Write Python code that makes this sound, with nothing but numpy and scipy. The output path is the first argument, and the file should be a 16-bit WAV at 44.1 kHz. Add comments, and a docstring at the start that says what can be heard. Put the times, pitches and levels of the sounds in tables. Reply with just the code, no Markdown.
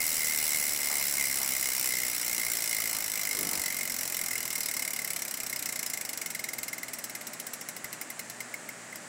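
"""A bicycle wheel coasting down

A rear wheel spins on a stand, close by, and slows almost to a stop. Small sprung catches (pawls) drop
off the 48 teeth of its ratchet: first a buzz, then separate ticks. Each drop rings the hub and the steel
sprockets; about twice a turn the pawls strike a 2 kHz ring harder. Behind it the workshop hums and
hisses, with a faint motor whine and a few soft rubs."""
import sys
import numpy as np
from scipy import signal
from scipy.fft import rfft, irfft
from scipy.io import wavfile
from scipy.ndimage import uniform_filter1d

SR = 44100
rng = np.random.default_rng(int(sys.argv[2]) if len(sys.argv) > 2 else 0)


def generate_wav(signal):
    """Clip the signal to [-1, 1] and save it as 16-bit WAV at the path in sys.argv[1]."""
    frames = np.transpose(np.atleast_2d(signal))
    scaled = np.clip(frames, -1, 1) * 32767
    pcm = np.round(scaled).astype(np.int16)
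    wavfile.write(sys.argv[1], SR, pcm)


N = 400428
TEETH_PER_TURN = 48
LEAD_IN_S = .004  # a faint swell begins this long before each click


def gain(db):
    """Turn decibels into a number to multiply by."""
    return 10 ** (np.asarray(db) / 20)


def at_level(x, db):
    """Scale a sound to an average (rms) level."""
    return x * gain(db) / np.sqrt(np.mean(x ** 2))


def colour(x, points):
    """Shape the tone along (pitch_hz, gain_db) points, with a filter that never rings ahead of a hit."""
    hz, db = np.transpose(points)
    grid_hz = np.maximum(np.fft.rfftfreq(4096, 1 / SR), 1)
    curve_db = np.interp(np.log(grid_hz), np.log(hz), db)
    cepstrum = irfft(np.log(gain(curve_db)))
    half = len(cepstrum) // 2
    folded = np.r_[cepstrum[0], 2 * cepstrum[1:half], np.zeros(half)]  # moves all ringing after the hit
    return signal.fftconvolve(x, irfft(np.exp(rfft(folded))))[:len(x)]


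def fade(decay_s):
    """Half a second of dying away, falling 60 dB every decay_s."""
    return np.exp(-np.log(1000) * np.arange(SR // 2) / SR / decay_s)


def ringing(tones):
    """An object's answer to one tap: fading tones, given as (pitch_hz, decay_s, energy_db)."""
    t = np.arange(SR // 2) / SR
    return sum(gain(db) / np.sqrt(decay_s) * fade(decay_s) * np.cos(2 * np.pi * hz * t)
               for hz, decay_s, db in tones)


def strike(force, response):
    """A force sets an object ringing; a blow of size 1 has the energy of 10 ms at full scale."""
    energy = SR / 100
    return signal.fftconvolve(force, response * np.sqrt(energy / np.sum(response ** 2)))[:N]


def place(times, shapes):
    """Add one short shape (a row) at each time, in seconds."""
    out = np.zeros(N + SR)
    starts = (np.maximum(times, 0) * SR).astype(int)
    np.add.at(out, starts[:, None] + np.arange(shapes.shape[1]), shapes)
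    return out[:N]


def wander(rate_hz):
    """A smooth random drift, typically about 1 in size."""
    hold = int(SR / rate_hz)
    steps = np.repeat(rng.standard_normal(N // hold + 1), hold)
    return at_level(uniform_filter1d(uniform_filter1d(steps, hold), hold)[:N], 0)


# The tone of the workshop air and microphone hiss: pitch_hz, gain_db
AIR_COLOUR = [(25, -31), (75, -32), (130, -5.5), (230, 2), (470, -3), (640, 1.5), (1000, -4), (1900, 1),
              (3400, -13), (5500, -10), (7900, -3), (9800, -13), (12500, -23), (16000, -26)]
def air(level_db=-45):
    """Air and hiss make a steady bed of noise."""
    return at_level(colour(rng.standard_normal(N), AIR_COLOUR), level_db)


# The tones of a low electrical hum and a faint motor whine: pitch_hz, level_db
HUM_AND_WHINE_TONES = [(120, -66), (177, -67), (240, -64), (600.5, -65.5), (1435.5, -73), (1663, -73)]
def hum_and_whine(sway_db=2.6):
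    """A low electrical hum with a faint motor whine, each tone wavering a little in loudness."""
    t = np.arange(N) / SR
    return sum(at_level(np.sin(2 * np.pi * hz * t) * gain(sway_db * wander(rate_hz=8.6)), db)
               for hz, db in HUM_AND_WHINE_TONES)


# Soft rubs and shuffles: middle_s, level_db, pitch_hz, width_hz, length_s
SOFT_RUBS = [(.92, -47.5, 900, 700, .16), (1.43, -49, 900, 500, .1), (2.96, -47.5, 1150, 700, .1),
             (3.405, -43.5, 385, 110, .09), (3.45, -43.5, 255, 130, .11), (3.49, -44.7, 700, 900, .19),
             (3.48, -51, 130, 220, .17), (3.585, -50, 190, 160, .05)]
def rubs(grain_db=2):
    """Each rub is a grainy swell of friction noise around one pitch."""
    t = np.arange(N) / SR
    out = 0
    for middle_s, db, hz, width_hz, length_s in SOFT_RUBS:
        band = rng.standard_normal(N)
        for sharpness in (hz / width_hz, hz / width_hz / 2):
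            band = signal.lfilter(*signal.iirpeak(hz, sharpness, fs=SR), band)
        swell = np.exp(-2 * ((t - middle_s) / length_s) ** 2)
        out = out + at_level(band, db) * swell
    return out * gain(grain_db * wander(rate_hz=70))


# The tone of the echo from the walls: pitch_hz, gain_db
WALL_COLOUR = [(200, 0), (2000, -8), (4000, -4), (6000, 0), (10000, -3), (16000, -9)]
def room(x, echo_db=-17, decay_s=.25):
    """Add faint reflections from the workshop's walls."""
    echo = colour(rng.standard_normal(SR // 2) * fade(decay_s), WALL_COLOUR)
    echo[:SR // 150] = 0  # the first reflection takes about 7 ms to arrive
    return x + gain(echo_db) * signal.fftconvolve(x, echo / np.linalg.norm(echo))[:N]


def pawls(stagger_ms, speed, count=3, lead_in_ms=1.8, contact_ms=.35, chatter_ms=4.2):
    """Each drop's strength over time: after a faint, brief swell the pawls land in turn and chatter."""
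    ms = np.arange(SR // 40) * 1000 / SR - 1000 * LEAD_IN_S
    chatter = gain(db=-12 + speed)[:, None]  # slightly more at speed
    power = 0
    for pawl in range(count):
        lag, unevenness = rng.standard_normal((len(stagger_ms), 2)).T
        landing_ms = stagger_ms * pawl / (count - 1) * np.exp(.15 * lag)
        age_ms = ms - landing_ms[:, None]
        lead_in = gain(db=-14) * np.exp(-abs(age_ms) / lead_in_ms)
        landed = np.exp(-abs(age_ms) / contact_ms) + chatter * np.exp(-abs(age_ms) / chatter_ms)
        weight = gain(db=-.5 * unevenness)[:, None]
        power = power + (weight * np.where(age_ms < 0, lead_in, landed)) ** 2
    return np.sqrt(power / power.sum(axis=1, keepdims=True))


def rough_force(strength, tooth_share=.4):
    """Each drop's force is rough; part of that belongs to the tooth and comes back every turn."""
    teeth = rng.standard_normal((TEETH_PER_TURN, strength.shape[1]))
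    repeating = teeth[np.arange(len(strength)) % TEETH_PER_TURN]
    fresh = rng.standard_normal(strength.shape)
    return strength * (np.sqrt(tooth_share) * repeating + np.sqrt(1 - tooth_share) * fresh)


def after_ring(starts, strength, decay_s=.075):
    """The shaking after each drop; the wheel has turned a little, so each wakes different tones."""
    tails = rng.standard_normal((len(starts), SR // 10)) * fade(decay_s)[:SR // 10]
    tails = tails / np.linalg.norm(tails, axis=1, keepdims=True)
    return place(starts, signal.fftconvolve(rough_force(strength), tails, axes=1))


# The tone of the spokes and frame: pitch_hz, gain_db
FRAME_COLOUR = [(60, -43), (300, -28), (900, -23), (1700, 4.5), (2100, 17), (2600, 9.5), (3400, -21),
                (4700, 0.5), (5600, 13), (6600, 7), (7800, 15), (9500, 5), (11000, 11), (13000, 6),
                (15500, -45.5)]
def frame(starts, strength):
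    """The spokes and frame ring on after each drop."""
    return strike(after_ring(starts, strength), colour(signal.unit_impulse(SR // 2), FRAME_COLOUR))


# The tone of steel hitting steel: pitch_hz, gain_db
CRACK_COLOUR = [(60, -71), (300, -41), (900, -33), (1700, 2), (2500, -7), (3400, -33), (4600, -17),
                (5600, -10), (6400, 3), (7800, 14), (9500, 5), (11000, 13), (13000, 12), (15500, -1.5)]
def crack(starts, strength):
    """The pawls hit the ratchet with a short, bright crack."""
    force = place(starts, rough_force(strength))
    return strike(force, colour(signal.unit_impulse(SR // 2), CRACK_COLOUR))


# The tones of the pawls and their springs: pitch_hz, decay_s, energy_db
SPRING_TONES = [(9870, .017, 0), (11080, .014, -3), (14640, .016, 0), (15300, .009, 1)]
def springs(starts, strength, speed):
    """The pawls and springs sing, louder when the wheel is fast."""
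    force = place(starts, rough_force(strength) * speed[:, None])
    return strike(force, ringing(SPRING_TONES))


# The tones of the sprockets and hub shell: pitch_hz, decay_s, energy_db
SPROCKET_TONES = [(2961, .017, -9.4), (4110, .035, -12.5), (4314, .012, -10), (5110, .036, -2.8),
                  (5395, .015, -5.8), (5608, .03, -4.8), (5718, .04, -9.5), (5791, .021, -2.4),
                  (5996, .017, -6.1), (6421, .016, -9.5), (6698, .015, -7), (7335, .013, 0),
                  (7757, .013, -3.7), (7935, .013, -4), (8260, .005, -2.7), (9001, .005, -.8),
                  (9871, .014, -3.5), (10297, .005, -4), (11050, .008, 1.5), (11993, .005, -4.6),
                  (13560, .007, -3), (13850, .007, 0), (14620, .013, 1.8), (15130, .006, 1.5)]
def sprockets(starts, strength, shiver_db=1.5, cutoff_hz=8000):
    """Each drop rings the steel, and the after-ring keeps it shivering."""
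    shiver = signal.lfilter(*signal.butter(1, cutoff_hz, fs=SR), after_ring(starts, strength))
    force = place(starts, rough_force(strength))
    return strike(force + gain(shiver_db) * shiver, ringing(SPROCKET_TONES))


# The tones of the hub's low ring: pitch_hz, decay_s, gain_db
HUB_TONES = [(2098, .026, 0), (1900, .025, -14), (2250, .02, -19)]
def hub_ring(times, ring_db, stagger_ms, detune=.014, lead_s=.001):
    """The hub's ring builds as the pawls land, then dies; its pitch shifts a little with how they sit."""
    t = np.arange(SR // 25) / SR
    seating = 1 + detune * rng.standard_normal((len(times), 1))
    rings = 0
    for hz, decay_s, db in HUB_TONES:
        phase = rng.random((len(times), 1))
        rings = rings + gain(db) * fade(decay_s)[:len(t)] * np.sin(2 * np.pi * (hz * seating * t + phase))
    rise_s = (4.3 + .96 * stagger_ms[:, None]) / 1000
    rings = rings * np.sin(np.pi / 2 * np.minimum(t / rise_s, 1)) ** 2
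    early_level = np.sqrt(np.mean(rings[:, :SR // 100] ** 2, axis=1, keepdims=True))
    starts = times - lead_s  # just before the click
    return place(starts, rings / early_level * gain(ring_db)[:, None])


# The wheel slowing down: time_s, teeth_per_s
WHEEL_SPEED = [(0.0, 79.78), (2.51, 57.89), (2.66, 56.05), (3.32, 51.13), (3.53, 47.74), (4.21, 43.3),
               (4.77, 36.28), (5.06, 35.08), (5.45, 31.95)]
# How hard the hub is rung around one turn: tooth_number, boost_steps (each worth ring_step_db)
RING_BOOST = [(0, 3.5), (1, 4.8), (2, 2), (4, 1), (6, -3), (9, -2.5), (11.5, -7), (14, -3), (17, 1),
              (19, 3), (21, -3), (23, 4), (25, 5.5), (26, 1), (32, .5), (34, -3), (38, -3), (42, 5.5),
              (45, 3.3), (47, .5)]
def buzz(start_tooth=.81, soft_teeth_per_s=19, ring_step_db=1.3, jitter_ms=.25):
    """List the fast drops, one per tooth; the wheel's speed and angle set how hard each lands."""
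    speed_times, teeth_per_s = np.transpose(WHEEL_SPEED)
    t = np.arange(0, speed_times[-1], 1 / SR)
    teeth_passed = start_tooth + np.cumsum(np.interp(t, speed_times, teeth_per_s)) / SR
    tooth = np.arange(1, int(teeth_passed[-1]) + 1)
    times = np.interp(tooth, teeth_passed, t)
    slowness = np.exp(-np.interp(times, speed_times, teeth_per_s) / soft_teeth_per_s)  # 1 at rest
    limp = np.where(tooth % 2, 1, -1)  # every other tooth snaps harder
    # The ratchet sits off-centre, so the snaps are softest around tooth 12.
    off_centre = np.cos(2 * np.pi * (tooth - 12) / TEETH_PER_TURN)
    limp_db = -.4 + 7.5 * slowness - .2 * off_centre
    snap_db = -25.3 - 12 * slowness - .4 * off_centre + limp_db * limp
    boost = np.interp(tooth, *np.transpose(RING_BOOST), period=TEETH_PER_TURN)
    ring_db = -36.2 - 5 * slowness + 1.5 * limp + ring_step_db * boost
    stagger_ms = 1.7 + 1.5 * slowness
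    time_scatter, snap_scatter, ring_scatter, stagger_scatter = rng.standard_normal((len(tooth), 4)).T
    return np.c_[times + jitter_ms * time_scatter / 1000,
                 snap_db + .87 * snap_scatter,
                 ring_db + 1.55 * ring_scatter,
                 stagger_ms * np.exp(.35 * stagger_scatter)]


# The separate ticks of the slow wheel: start_s, snap_db, ring_db, stagger_ms
# (levels before mixing; stagger is the usual gap from the first pawl landing to the last)
SLOW_TICKS = [(5.4643, -28, -47, 4.4), (5.4974, -28, -37, 1.1), (5.5278, -27, -29.5, 2.5),
              (5.5609, -27.5, -35, 1), (5.5918, -27.5, -43.9, 3.3), (5.6242, -27.5, -39, 2.9),
              (5.6578, -25, -43, 2), (5.6897, -27, -32.5, 3.4), (5.7242, -27, -36.1, 2.2),
              (5.7578, -28, -35.8, 2.9), (5.7917, -25.5, -34.9, 1.9), (5.8287, -27.5, -36, 2.1),
              (5.8626, -26, -39, 1.7), (5.8997, -28, -42, 0.85), (5.9349, -26.5, -32.5, 3.1),
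              (5.9738, -28.1, -33.5, 0.68), (6.0111, -27.5, -37.5, 1.9), (6.0506, -28.5, -38.2, 1.4),
              (6.0912, -27.5, -35.2, 2.9), (6.1318, -30, -39.1, 2.3), (6.1748, -28.5, -44, 1.4),
              (6.215, -27.5, -45, 3), (6.2604, -27.5, -35.7, 1.1), (6.3029, -29, -38.8, 3.8),
              (6.3489, -28.5, -30, 2), (6.3926, -31, -31, 3.5), (6.4401, -27.5, -32.5, 1.4),
              (6.4868, -30.5, -30.5, 3.4), (6.5336, -28, -35, 3.9), (6.584, -29, -33.4, 3.2),
              (6.6309, -28, -38, 1.9), (6.6808, -30.5, -35, 3.6), (6.73, -29, -28.5, 4.1),
              (6.7807, -33.5, -35.8, 3.5), (6.8314, -31.1, -29.5, 1), (6.8829, -32.5, -39, 0.57),
              (6.9342, -28.5, -44, 3.8), (6.9864, -32.5, -43, 4.2), (7.0405, -28, -48, 2.4),
              (7.096, -33.5, -42.0, 3.6), (7.151, -30, -36.5, 3.3), (7.2113, -35.5, -41.6, 1.6),
              (7.2692, -31.5, -45.5, 3.5), (7.3332, -33.5, -46, 3.9), (7.3991, -30.5, -42, 2.2),
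              (7.4674, -31, -41.0, 2.9), (7.5343, -29.5, -49, 4.3), (7.6117, -33, -44, 1),
              (7.6873, -29.5, -38.4, 1.7), (7.7652, -33, -43.2, 1.1), (7.8435, -31, -33, 2.2),
              (7.9285, -31, -40.9, 1.1), (8.0132, -30, -37.5, 1.7), (8.1018, -33, -36, 2.8),
              (8.1932, -30, -35, 2.7), (8.2991, -32, -48, 0.7), (8.4049, -32.5, -32, 1.5),
              (8.5405, -34.5, -29, 0.6), (8.6893, -35.5, -33, 1.6), (8.9262, -47, -35.5, 3.1),
              (8.9571, -35.5, -43.2, 1.3)]
def freewheel():
    """The pawls drop off tooth after tooth, and every drop sounds all the parts of the wheel."""
    times, snap_db, ring_db, stagger_ms = np.vstack([buzz(), SLOW_TICKS]).T
    stagger_ms = np.maximum(stagger_ms, .3)
    speed = 1 / np.gradient(times) / WHEEL_SPEED[0][1]  # share of the starting speed
    starts = times - LEAD_IN_S
    strength = pawls(stagger_ms, speed) * gain(snap_db)[:, None]
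    return (gain(db=-11) * frame(starts, strength)
            + gain(db=-12) * crack(starts, strength)
            + gain(db=-9) * springs(starts, strength, speed)
            + gain(db=-7.5) * sprockets(starts, strength)
            + gain(db=-4.5) * hub_ring(times, ring_db, stagger_ms))


def scene():
    """The wheel in its room, over the workshop's background, in one channel."""
    return (room(freewheel()) + rubs() + air() + hum_and_whine())[None]


def record(dry, cutoff_hz=15850):
    """A steep filter cuts off the highest treble."""
    return signal.sosfilt(signal.ellip(10, .2, 70, cutoff_hz, fs=SR, output="sos"), dry)


dry = scene()
out = record(dry)
generate_wav(out)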